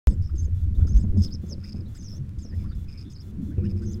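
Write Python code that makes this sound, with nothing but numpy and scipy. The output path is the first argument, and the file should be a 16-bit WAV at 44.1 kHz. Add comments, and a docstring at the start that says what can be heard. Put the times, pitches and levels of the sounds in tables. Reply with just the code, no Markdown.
"""Starlings squabbling at a camera

Sliding, warbling squeals, scratchy chatter, rattling rasps and hoarse squawks, shaped from tones and noise;
all but the squawks ring the air resonances of a small camera's housing. Bumps and wing flutter ring modes
of its mount; puffs, rustles, ticks and wind add low pulses, noise swells and snaps.
Under it lie distant traffic, hiss and paired bursts of electrical buzz. The microphone starts with a pop."""
import sys
import numpy as np
from scipy import signal
from scipy.fft import rfft, irfft
from scipy.io import wavfile
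from scipy.ndimage import uniform_filter1d

SR = 44100
rng = np.random.default_rng(int(sys.argv[2]) if len(sys.argv) > 2 else 0)


def generate_wav(signal):
    """Clip the signal to [-1, 1] and save it as 16-bit WAV at the path in sys.argv[1]."""
    frames = np.transpose(np.atleast_2d(signal))
    scaled = np.clip(frames, -1, 1) * 32767
    pcm = np.round(scaled).astype(np.int16)
    wavfile.write(sys.argv[1], SR, pcm)


N = 176400
T = np.arange(N) / SR
EDGE_HZ = 15900  # top of the recorded band
NOTE_TOP_HZ = 2470  # chatter's nominal top pitch, rasps' mean pitch

# modes of the camera mount: centre_hz, width_hz, level_db
MOUNT = [(87, 18, 3.5), (203.2, 28, 1), (247, 65, -13), (301, 46, -10), (345.5, 23, -20.5),
         (476.3, 46, -23.5)]


def amp(db):
    """Decibels to gain."""
    return 10 ** (np.asarray(db) / 20)


def unit(x):
    """Scales to rms 1."""
    return x / np.sqrt(np.mean(x ** 2) + 1e-20)


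def add(mix, start_s, sound):
    """Mixes a sound in at a time, cut at the end of the mix."""
    part = mix[max(round(start_s * SR), 0):][:len(sound)]
    part += sound[:len(part)]


def level_curve(points):
    """Gain over the scene, interpolated in dB between (s, dB) points."""
    return amp(np.interp(T, *np.transpose(points)))


def noise(colour):
    """Noise of rms 1 with a spectrum given as (Hz, dB) points."""
    point_hz, point_db = np.transpose(colour)
    hz = np.fft.rfftfreq(N, 1 / SR)
    gain = amp(np.interp(np.log(hz + 1), np.log(point_hz), point_db))
    return unit(irfft(rfft(rng.standard_normal(N)) * gain, N))


def wander(size, rate_hz):
    """Smooth random motion, cut from half a second of rms 1."""
    hz = np.arange(SR // 4 + 1) * 2
    spectrum = rfft(rng.standard_normal(SR // 2)) * np.exp(-(hz / rate_hz) ** 2)
    return unit(irfft(spectrum))[:size]


def turn(hz):
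    """Running phase of a pitch curve."""
    return 2 * np.pi * np.cumsum(hz) / SR


def resonate(x, hz, width_hz):
    """Fixed or moving resonance: shift to zero frequency, smooth, shift back."""
    carrier = np.exp(1j * turn(hz * np.ones(len(x))))
    pole = np.exp(-np.pi * width_hz / SR)
    return 2 * (carrier * signal.lfilter([1 - pole], [1, -pole], x / carrier)).real


def ring(x, modes):
    """Parallel peak filters, one per mode."""
    return sum(amp(db) * signal.lfilter(*signal.iirpeak(hz, hz / width_hz, SR), x)
               for hz, width_hz, db in modes)


def lowpass(x, hz, order=2):
    """Butterworth treble cut."""
    return signal.sosfilt(signal.butter(order, hz, fs=SR, output="sos"), x)


def housed(x):
    """Air resonances of the camera housing, plus a little direct sound."""
    # centre_hz, width_hz, level_db
    housing_modes = [(3630, 220, -5.5), (5094, 255, 6), (6245, 120, -4.5), (7960, 230, -12.5)]
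    direct_db = -28
    return ring(x, housing_modes) + amp(direct_db) * x


def garden(x, wet_db=-20, t60_s=0.18):
    """Faint scatter from branches and a wall: convolution with a decaying noise tail."""
    t = np.arange(SR // 3) / SR
    tail = rng.standard_normal(len(t)) * amp(-60 * t / t60_s) * (t > .003)
    return x + amp(wet_db) * signal.fftconvolve(x, tail / np.linalg.norm(tail))[:N]


def air():
    """Distant traffic and steady hiss as one coloured noise."""
    # spectrum: freq_hz, level_db
    air_colour = [(59, -27), (100, 1.5), (218, -14), (370, -25.5), (429, -33), (791, -43.5), (1370, -40.5),
                  (3390, -49), (5170, -51), (15500, -61.5)]
    treble_db = -67.5  # rms of the part above 700 Hz
    x = noise(air_colour)
    treble = signal.sosfilt(signal.butter(6, 700, "high", fs=SR, output="sos"), x)
    return amp(treble_db) * x / treble.std()


def buzz():
    """The camera's electronics: harmonics and hiss gated in two bursts per cycle."""
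    # spectrum: freq_hz, level_db
    buzz_colour = [(700, 12), (2500, -7), (3500, 9.5), (4400, -2), (6500, 3), (9000, -3), (15000, -1)]
    starts_s, cycle_s, burst_s = (.547, 0.75), .6667, .1
    base_hz, lines_db, hiss_db = 692, -70, -66.5
    gate = sum((T > s) * ((T - s) % cycle_s < burst_s) for s in starts_s)
    lines = np.zeros(N)
    for k in range(2, 22):
        gain = amp(np.interp(k * base_hz, *np.transpose(buzz_colour)))
        lines += gain * np.sin(2 * np.pi * (k * base_hz * T + rng.random()))
    return gate * (amp(lines_db) * unit(lines) + amp(hiss_db) * noise(buzz_colour))


def wind():
    """Wind on the microphone: low coloured noise that swells and sinks."""
    # time_s, level_db before trim
    wind_points = [(0.15, -24.5), (0.66, -24), (1.04, -18.5), (1.3, -25), (1.46, -38), (2.5, -36.5),
                   (2.72, -28.5), (3.17, -40.5), (3.5, -32.5), (3.86, -31)]
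    # spectrum: freq_hz, level_db
    wind_colour = [(15, 0.5), (30, -7), (60, 0.5), (88, 4.5), (125, -13), (180, -18), (400, -56.5),
                   (900, -79)]
    trim_db = -1.5
    return amp(trim_db) * level_curve(wind_points) * noise(wind_colour)


def flutter():
    """Wing flutter shaking the mount: unevenly beating noise plus noise-driven modes."""
    # time_s, level_db before the shares below
    flutter_points = [(0.11, -27), (0.29, -51.5), (0.4, -40), (0.57, -53.5), (0.82, -34), (1.22, -30),
                      (1.4, -41.5), (1.54, -35), (1.69, -44), (1.8, -31), (1.98, -46.5), (2.2, -36),
                      (2.35, -45), (2.6, -37), (2.97, -45.5), (3.22, -58), (3.26, -37.5), (3.6, -34),
                      (3.97, -36.5)]
    # spectrum: freq_hz, level_db
    flutter_colour = [(40, 3.5), (150, 5), (240, 0), (380, -16), (520, -21.5), (800, -37.5), (1500, -39.5),
                      (4000, -62)]
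    noise_db, boom_db = -5, -3
    uneven_db, uneven_cutoff_hz = 5, 26.1
    beats = unit(lowpass(rng.standard_normal(N), uneven_cutoff_hz, order=4))
    force = rng.standard_normal(N)
    boom = np.zeros(N)
    for hz, width_hz, db in MOUNT:
        boom += amp(db) * unit(resonate(resonate(force, hz, width_hz), hz, width_hz))
    beating = amp(noise_db + uneven_db * beats) * noise(flutter_colour)
    return level_curve(flutter_points) * (beating + amp(boom_db) * unit(boom))


def drone():
    """A bird settles on the mount; its modes hum on with wandering level and pitch."""
    # freq_hz, level_db before the shake level
    drone_modes = [(92, 1.5), (204, -4.5), (349, -12.5), (472, -25.5)]
    start_s, shake_db, t60_s, rise_s = 3.575, -24, 2.5, 0.0077
    t = np.arange(0, min(T[-1] - start_s + .02, .49), 1 / SR)
    hum = np.zeros(len(t))
    for hz, db in drone_modes:
        swell = 1 + .5 * wander(len(t), 24)
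        hum += amp(db) * swell * np.sin(turn(hz + 9 * wander(len(t), 51)))
    return start_s, hum * np.minimum(t / rise_s, 1) * amp(shake_db - 60 * t / t60_s)


def rustle(middle_s, half_length_s, db, hz, order=4):
    """Feathers brushing past: a soft swell of band-limited noise."""
    spread = 1.312  # band edges as ratios over and under the centre
    t = np.arange(-half_length_s, half_length_s, 1 / SR)
    band = signal.butter(order, [hz / spread, hz * spread], "band", fs=SR, output="sos")
    # first half lets the filter settle
    rush = signal.sosfilt(band, rng.standard_normal(2 * len(t)))[len(t):]
    swell = np.cos(np.pi * t / half_length_s / 2) ** 2
    return middle_s - half_length_s, amp(db) * unit(rush * swell) * np.sqrt(.5)


def puff(middle_s, half_length_s, db, hz):
    """Air pressure from a wing beat: a low cosine under a smooth bell."""
    trim_db = 1.5
    t = np.arange(-half_length_s, half_length_s, 1 / SR)
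    bell = np.cos(np.pi * t / half_length_s / 2) ** 4
    return middle_s - half_length_s, amp(db + trim_db) * bell * np.cos(2 * np.pi * hz * t)


def tick(start_s, db):
    """Claw or beak: a tiny hard snap with a noisy tail, heard direct and through the housing."""
    t = np.arange(300) / SR
    snap = np.exp(-t / .00006) + 0.089 * np.exp(-t / 0.00045) * rng.standard_normal(len(t))
    return start_s, amp(db) * (snap + housed(snap))


def bump(time_s, db, hz):
    """Bird bumping the mount: a sine thud with a dull noise scuff, ringing its modes."""
    rise_s, ring_db, scuff_db = 0.0049, -23, -17.5
    t = np.arange(SR // 5) / SR
    shape = t / rise_s * np.exp(1 - t / rise_s)
    scuff = shape * unit(lowpass(rng.standard_normal(len(t)), 430, order=3))
    thud = shape * np.sin(2 * np.pi * hz * t) + amp(scuff_db) * scuff
    return time_s - .004, amp(db) * (thud + amp(ring_db) * ring(thud, MOUNT))


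def squawk(start_s, length_s, first_hz, last_hz, db):
    """A quavering tone slides alongside rasping noise that rings a sliding throat resonance."""
    width_hz, hiss_db, trim_db = 560, -11, 5.5
    u = np.linspace(0, 1, int(length_s * SR))
    breath = rng.standard_normal(len(u)) * amp(2.1 * wander(len(u), 200))
    hz = first_hz + (last_hz - first_hz) * u
    throat = unit(resonate(resonate(breath, hz, width_hz), hz, width_hz))
    hiss = amp(hiss_db) * unit(lowpass(breath, 4000))
    tone = 2 * np.sin(turn(hz * (1 + .035 * wander(len(u), 300))))
    swell = np.sqrt(abs(np.sin(np.pi * u)))
    return start_s, amp(db + trim_db) * unit((throat + hiss + tone) * swell)


def rasp(start_s, length_s, db):
    """Hoarse rattle: uneven pulses of breath and a lurching tone through throat and housing."""
    # centre_hz, width_hz, level_db
    throat_modes = [(1370, 330, -5), (2460, 470, -6)]
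    pulses_per_s, pulse_uneven, pitch_swing, spray_db = 130, .3, 0.077, -29
    u = np.linspace(0, 1, int(length_s * SR))
    pulses = np.exp(np.cos(turn(pulses_per_s * (1 + pulse_uneven * wander(len(u), 200)))))
    phase = turn(NOTE_TOP_HZ * (1 + pitch_swing * wander(len(u), 284)))
    tone = .5 * (np.sin(phase) + np.sin(2 * phase))
    breath = pulses * (rng.standard_normal(len(u)) + tone)
    voice = housed(breath) + ring(breath, throat_modes) + amp(spray_db) * breath
    return start_s, amp(db) * unit(voice * np.sqrt(abs(np.sin(np.pi * u))))


def note(start_s, length_s, db):
    """Scratchy chatter: an arched, sagging pitch whose strong second harmonic rings the housing."""
    # one entry per harmonic from the first: level_db
    harmonics = [-5, 0, -19.5, -27]
    scatter, arch_depth, sag, jitter = 0.051, 0.205, 0.11, 0.067  # shares of pitch
    noise_gain, rattle_db = 0.47, 4.5
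    u = np.linspace(0, 1, int((length_s + 0.0059) * SR))
    arch = np.sin(np.pi * u)
    top_hz = NOTE_TOP_HZ * (1 + scatter * rng.uniform(-0.96, 1))
    bend = 1 - arch_depth * (1 - arch) - sag * (u - .5) + jitter * wander(len(u), 400)
    phase = turn(top_hz * bend)
    voice = noise_gain * rng.standard_normal(len(u))
    for k, harmonic_db in enumerate(harmonics, 1):
        voice += amp(harmonic_db) * np.sin(k * phase)
    rattle = amp(rattle_db * wander(len(u), 520))
    return start_s - .003, amp(db) * unit(housed(voice * arch * rattle))


def squeal(warble_hz, harsh_s, points):
    """A sliding whistle: harsh onset, then clear and warbling, rougher again near its top pitch."""
    rough_start, rough_clear, rough_high, strain_hz = .85, 0.14, 0.58, 8350  # roughness 0-1
    warble_per_s, warble_uneven = 92, .14
    jitter_hz, rough_jitter_hz = 45.5, 900
    edge_s, overtone_db, trim_db = 0.0019, -31, -0.5
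    point_s, point_hz, point_db = np.transpose(points)
    t = np.arange(point_s[0], point_s[-1], 1 / SR)
    n = len(t)
    glide_hz = np.interp(t, point_s, point_hz)
    harsh = rough_start * np.clip((t[0] + harsh_s - t) / 0.0041 + .5, 0, 1)
    strain = rough_clear + rough_high * (glide_hz / strain_hz) ** 10
    rough = np.clip(np.maximum(harsh, strain), 0, 1)
    warble = np.sin(turn(warble_per_s * (1 + warble_uneven * wander(n, 60))))
    pitch_hz = glide_hz + warble_hz * (1 - rough) * warble
    pitch_hz += jitter_hz * wander(n, 300) + rough_jitter_hz * rough ** 2 * wander(n, 1100)
    phase = turn(pitch_hz)
    voice = housed((1 - 0.43 * rough) * np.sin(phase) + 0.92 * rough * rng.standard_normal(n))
    # even out the resonances so the level curve rules
    voice /= np.sqrt(abs(uniform_filter1d(voice ** 2, size=600)) + 1e-12)
    overtone = amp(overtone_db) * np.sin(2 * phase) * (pitch_hz < EDGE_HZ / 2)
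    edge = np.clip(np.minimum(t - t[0], t[-1] - t) / edge_s, 0, 1)
    level = amp(np.interp(t, point_s, point_db) + trim_db + 1.26 * wander(n, 160))
    return point_s[0], edge * level * (voice + overtone)


def scene():
    """Background, knocks and wing sounds, and birds with a faint garden echo."""
    # feathers brushing past: middle_s, half_length_s, level_db before a 3 dB cut, centre_hz
    rustles = [(0.482, 0.03, -52.5, 417), (0.677, 0.032, -45.5, 289), (1.15, 0.063, -41, 290),
               (1.526, 0.048, -50, 440), (3.061, .06, -44.5, 251), (3.414, .06, -31.5, 199.4),
               (3.494, .06, -36, 227)]
    # wing-beat puffs: middle_s, half_length_s, level_db before trim, pitch_hz
    puffs = [(.084, 0.038, -8.5, 61.6), (.21, 0.031, -21.5, 89), (0.362, 0.046, -25, 64.3),
             (.54, 0.057, -18.5, 88.6), (0.787, 0.028, -12, 44), (0.829, 0.024, -13, 81),
             (0.964, 0.051, -7.5, 48.3), (1.195, 0.068, -13.5, 88.4), (1.185, 0.045, -18.5, 201),
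             (2.22, 0.083, -29, 135), (2.385, 0.022, -23, 59.3), (2.58, 0.039, -21.5, 84)]
    # claw and beak ticks: start_s, snap_level_db
    ticks = [(.947, -36), (0.97, -31), (0.9745, -32.5), (2.293, -41)]
    # birds bumping the camera mount: time_s, level_db, thud_pitch_hz
    bumps = [(.076, -26.5, 233.7), (.344, -34.5, 319), (1.042, -22.5, 197), (1.171, -23.5, 227),
             (1.439, -26, 183), (1.745, -27, 201), (2.451, -30, 220), (3.586, -22, 202.3)]
    # squawks: start_s, length_s, first_centre_hz, last_centre_hz, level_db before trim
    squawks = [(0.292, 0.016, 1276, 1380, -65.5), (0.747, 0.019, 3600, 3580, -70.5),
               (0.803, 0.028, 1213, 1510, -66), (0.87, 0.016, 1190, 1400, -62.5),
               (1.624, 0.038, 1066, 2580, -67), (1.855, .025, 3670, 4100, -72),
               (1.946, 0.036, 1170, 2260, -69.5), (2.513, 0.04, 1690, 1970, -66.5),
               (2.578, 0.072, 2420, 2140, -74), (2.636, 0.038, 945, 1440, -66),
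               (2.687, 0.042, 4450, 4740, -70.5), (2.709, 0.025, 1250, 1550, -65.5),
               (2.717, .026, 3710, 3490, -71.5), (2.877, 0.032, 2500, 2390, -69),
               (2.936, 0.065, 2200, 2560, -71.5), (3.044, 0.062, 3500, 3640, -71.5),
               (3.496, 0.056, 1260, 1920, -72.5), (3.567, 0.083, 2580, 2420, -74),
               (3.625, 0.047, 1182, 1914, -66.5), (3.638, 0.046, 2460, 3150, -70),
               (3.811, 0.036, 1190, 1710, -67)]
    # rattling rasps: start_s, length_s, level_db
    rasps = [(1.587, 0.066, -68), (1.63, .08, -58), (1.734, 0.063, -64), (2.52, 0.18, -69),
             (2.875, 0.096, -62), (2.97, 0.085, -62.5), (3.639, 0.039, -61), (3.689, 0.038, -60),
             (3.76, .045, -64)]
    # chatter notes: nominal start_s, nominal length_s, level_db
    chatter = [(1.638, .015, -51), (1.671, 0.01, -57), (1.689, 0.0133, -51), (1.704, 0.011, -57),
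               (1.722, .012, -49.5), (1.759, 0.0078, -64), (1.806, 0.0083, -60), (2.744, 0.015, -70),
               (2.884, 0.017, -61), (2.926, 0.015, -57.5), (2.974, .012, -55.5), (2.984, 0.02, -56),
               (3.007, 0.019, -54.5)]
    # squeals: warble_depth_hz, harsh_onset_s, [(time_s, pitch_hz, level_db before trim), ..]
    squeals = [(60, 0.000089, [(0.078, 7300, -42), (0.087, 6830, -57), (0.11, 8500, -57),
               (0.147, 7260, -61.5)]), (400, 0.031, [(0.22, 5210, -61.5), (0.275, 5580, -57.5),
               (0.285, 5230, -65), (0.32, 5100, -71)]), (130, 0.02, [(0.352, 8460, -64),
               (0.374, 6900, -61.5), (0.384, 6380, -50.5), (0.404, 6270, -44.5), (0.415, 6300, -57),
               (0.435, 7930, -63), (0.457, 6300, -54), (0.472, 6400, -70.9)]),
               (50, 0.022, [(0.868, 5440, -54.5), (0.882, 6630, -56), (0.901, 6100, -50),
               (0.912, 6600, -56), (0.926, 6470, -53)]), (80, 0.0023, [(0.93, 5090, -56),
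               (0.944, 6270, -57), (0.965, 5930, -55), (0.979, 6260, -50.5), (0.992, 7000, -59.5),
               (1.012, 8350, -57.5), (1.04, 6200, -59)]), (607, 0.088, [(1.17, 6000, -57.5),
               (1.194, 8200, -57), (1.212, 6450, -54), (1.226, 6110, -45), (1.24, 5510, -39),
               (1.262, 5500, -41), (1.274, 4330, -49.5), (1.295, 3040, -68)]),
               (450, 0.0077, [(1.303, 3530, -62), (1.318, 4650, -52), (1.329, 5060, -43),
               (1.337, 6000, -46), (1.351, 5580, -44.5), (1.361, 3930, -54)]),
               (405, 0.0031, [(1.462, 5500, -64), (1.481, 7740, -64), (1.501, 6220, -50.5),
               (1.52, 5730, -44), (1.531, 5050, -41), (1.541, 4420, -49), (1.554, 3800, -78)]),
               (120, 0.011, [(1.948, 7000, -56), (1.971, 8000, -55), (1.989, 6560, -56), (2.008, 5920, -55),
               (2.018, 6270, -47)]), (328, 0.015, [(2.02, 5860, -57), (2.035, 6830, -54),
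               (2.047, 5900, -49.5), (2.067, 5900, -51), (2.087, 5120, -48), (2.1, 5840, -51),
               (2.134, 5300, -51), (2.176, 6230, -56.3), (2.188, 5400, -59)]),
               (190, 0.03, [(2.385, 7280, -57.5), (2.408, 7920, -61.5), (2.439, 6340, -53),
               (2.461, 5240, -54), (2.484, 5800, -64), (2.505, 5000, -60), (2.522, 4630, -63)]),
               (260, 0.032, [(3.098, 6000, -60), (3.122, 7120, -56.5), (3.152, 5360, -61),
               (3.161, 4040, -46), (3.17, 5580, -55), (3.179, 4050, -61), (3.198, 4800, -55),
               (3.212, 5650, -51), (3.235, 4000, -65)]), (380, 0.04, [(3.818, 7000, -63),
               (3.839, 8180, -60.5), (3.855, 6850, -62), (3.866, 6050, -53.5), (3.896, 5840, -56.5),
               (3.912, 6300, -56), (3.924, 7300, -55), (3.933, 6480, -52.5), (3.946, 5090, -50),
               (3.954, 4620, -72)])]
    birds, knocks = np.zeros(N), np.zeros(N)
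    for mix, source, table in ((knocks, rustle, rustles), (knocks, puff, puffs),
                               (knocks, tick, ticks), (knocks, bump, bumps),
                               (birds, squawk, squawks), (birds, rasp, rasps),
                               (birds, note, chatter), (birds, squeal, squeals)):
        for row in table:
            add(mix, *source(*row))
    add(knocks, *drone())
    return (air() + buzz() + wind() + flutter() + knocks + garden(birds))[None]


def record(dry):
    """The microphone switches on from silence with a decaying pop; then the band limit."""
    switch_on_s, pop_db, pop_s = .0722, -15, 0.0022
    since_s = T - switch_on_s
    pop = (since_s > 0) * amp(pop_db) * np.exp(-abs(since_s) / pop_s)
    live = np.clip(since_s / pop_s, 0, 1) * dry - pop
    band = signal.firwin(511, EDGE_HZ, window=("kaiser", 9), fs=SR)
    return signal.oaconvolve(live, band[None], "same")


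dry = scene()
out = record(dry)
generate_wav(out)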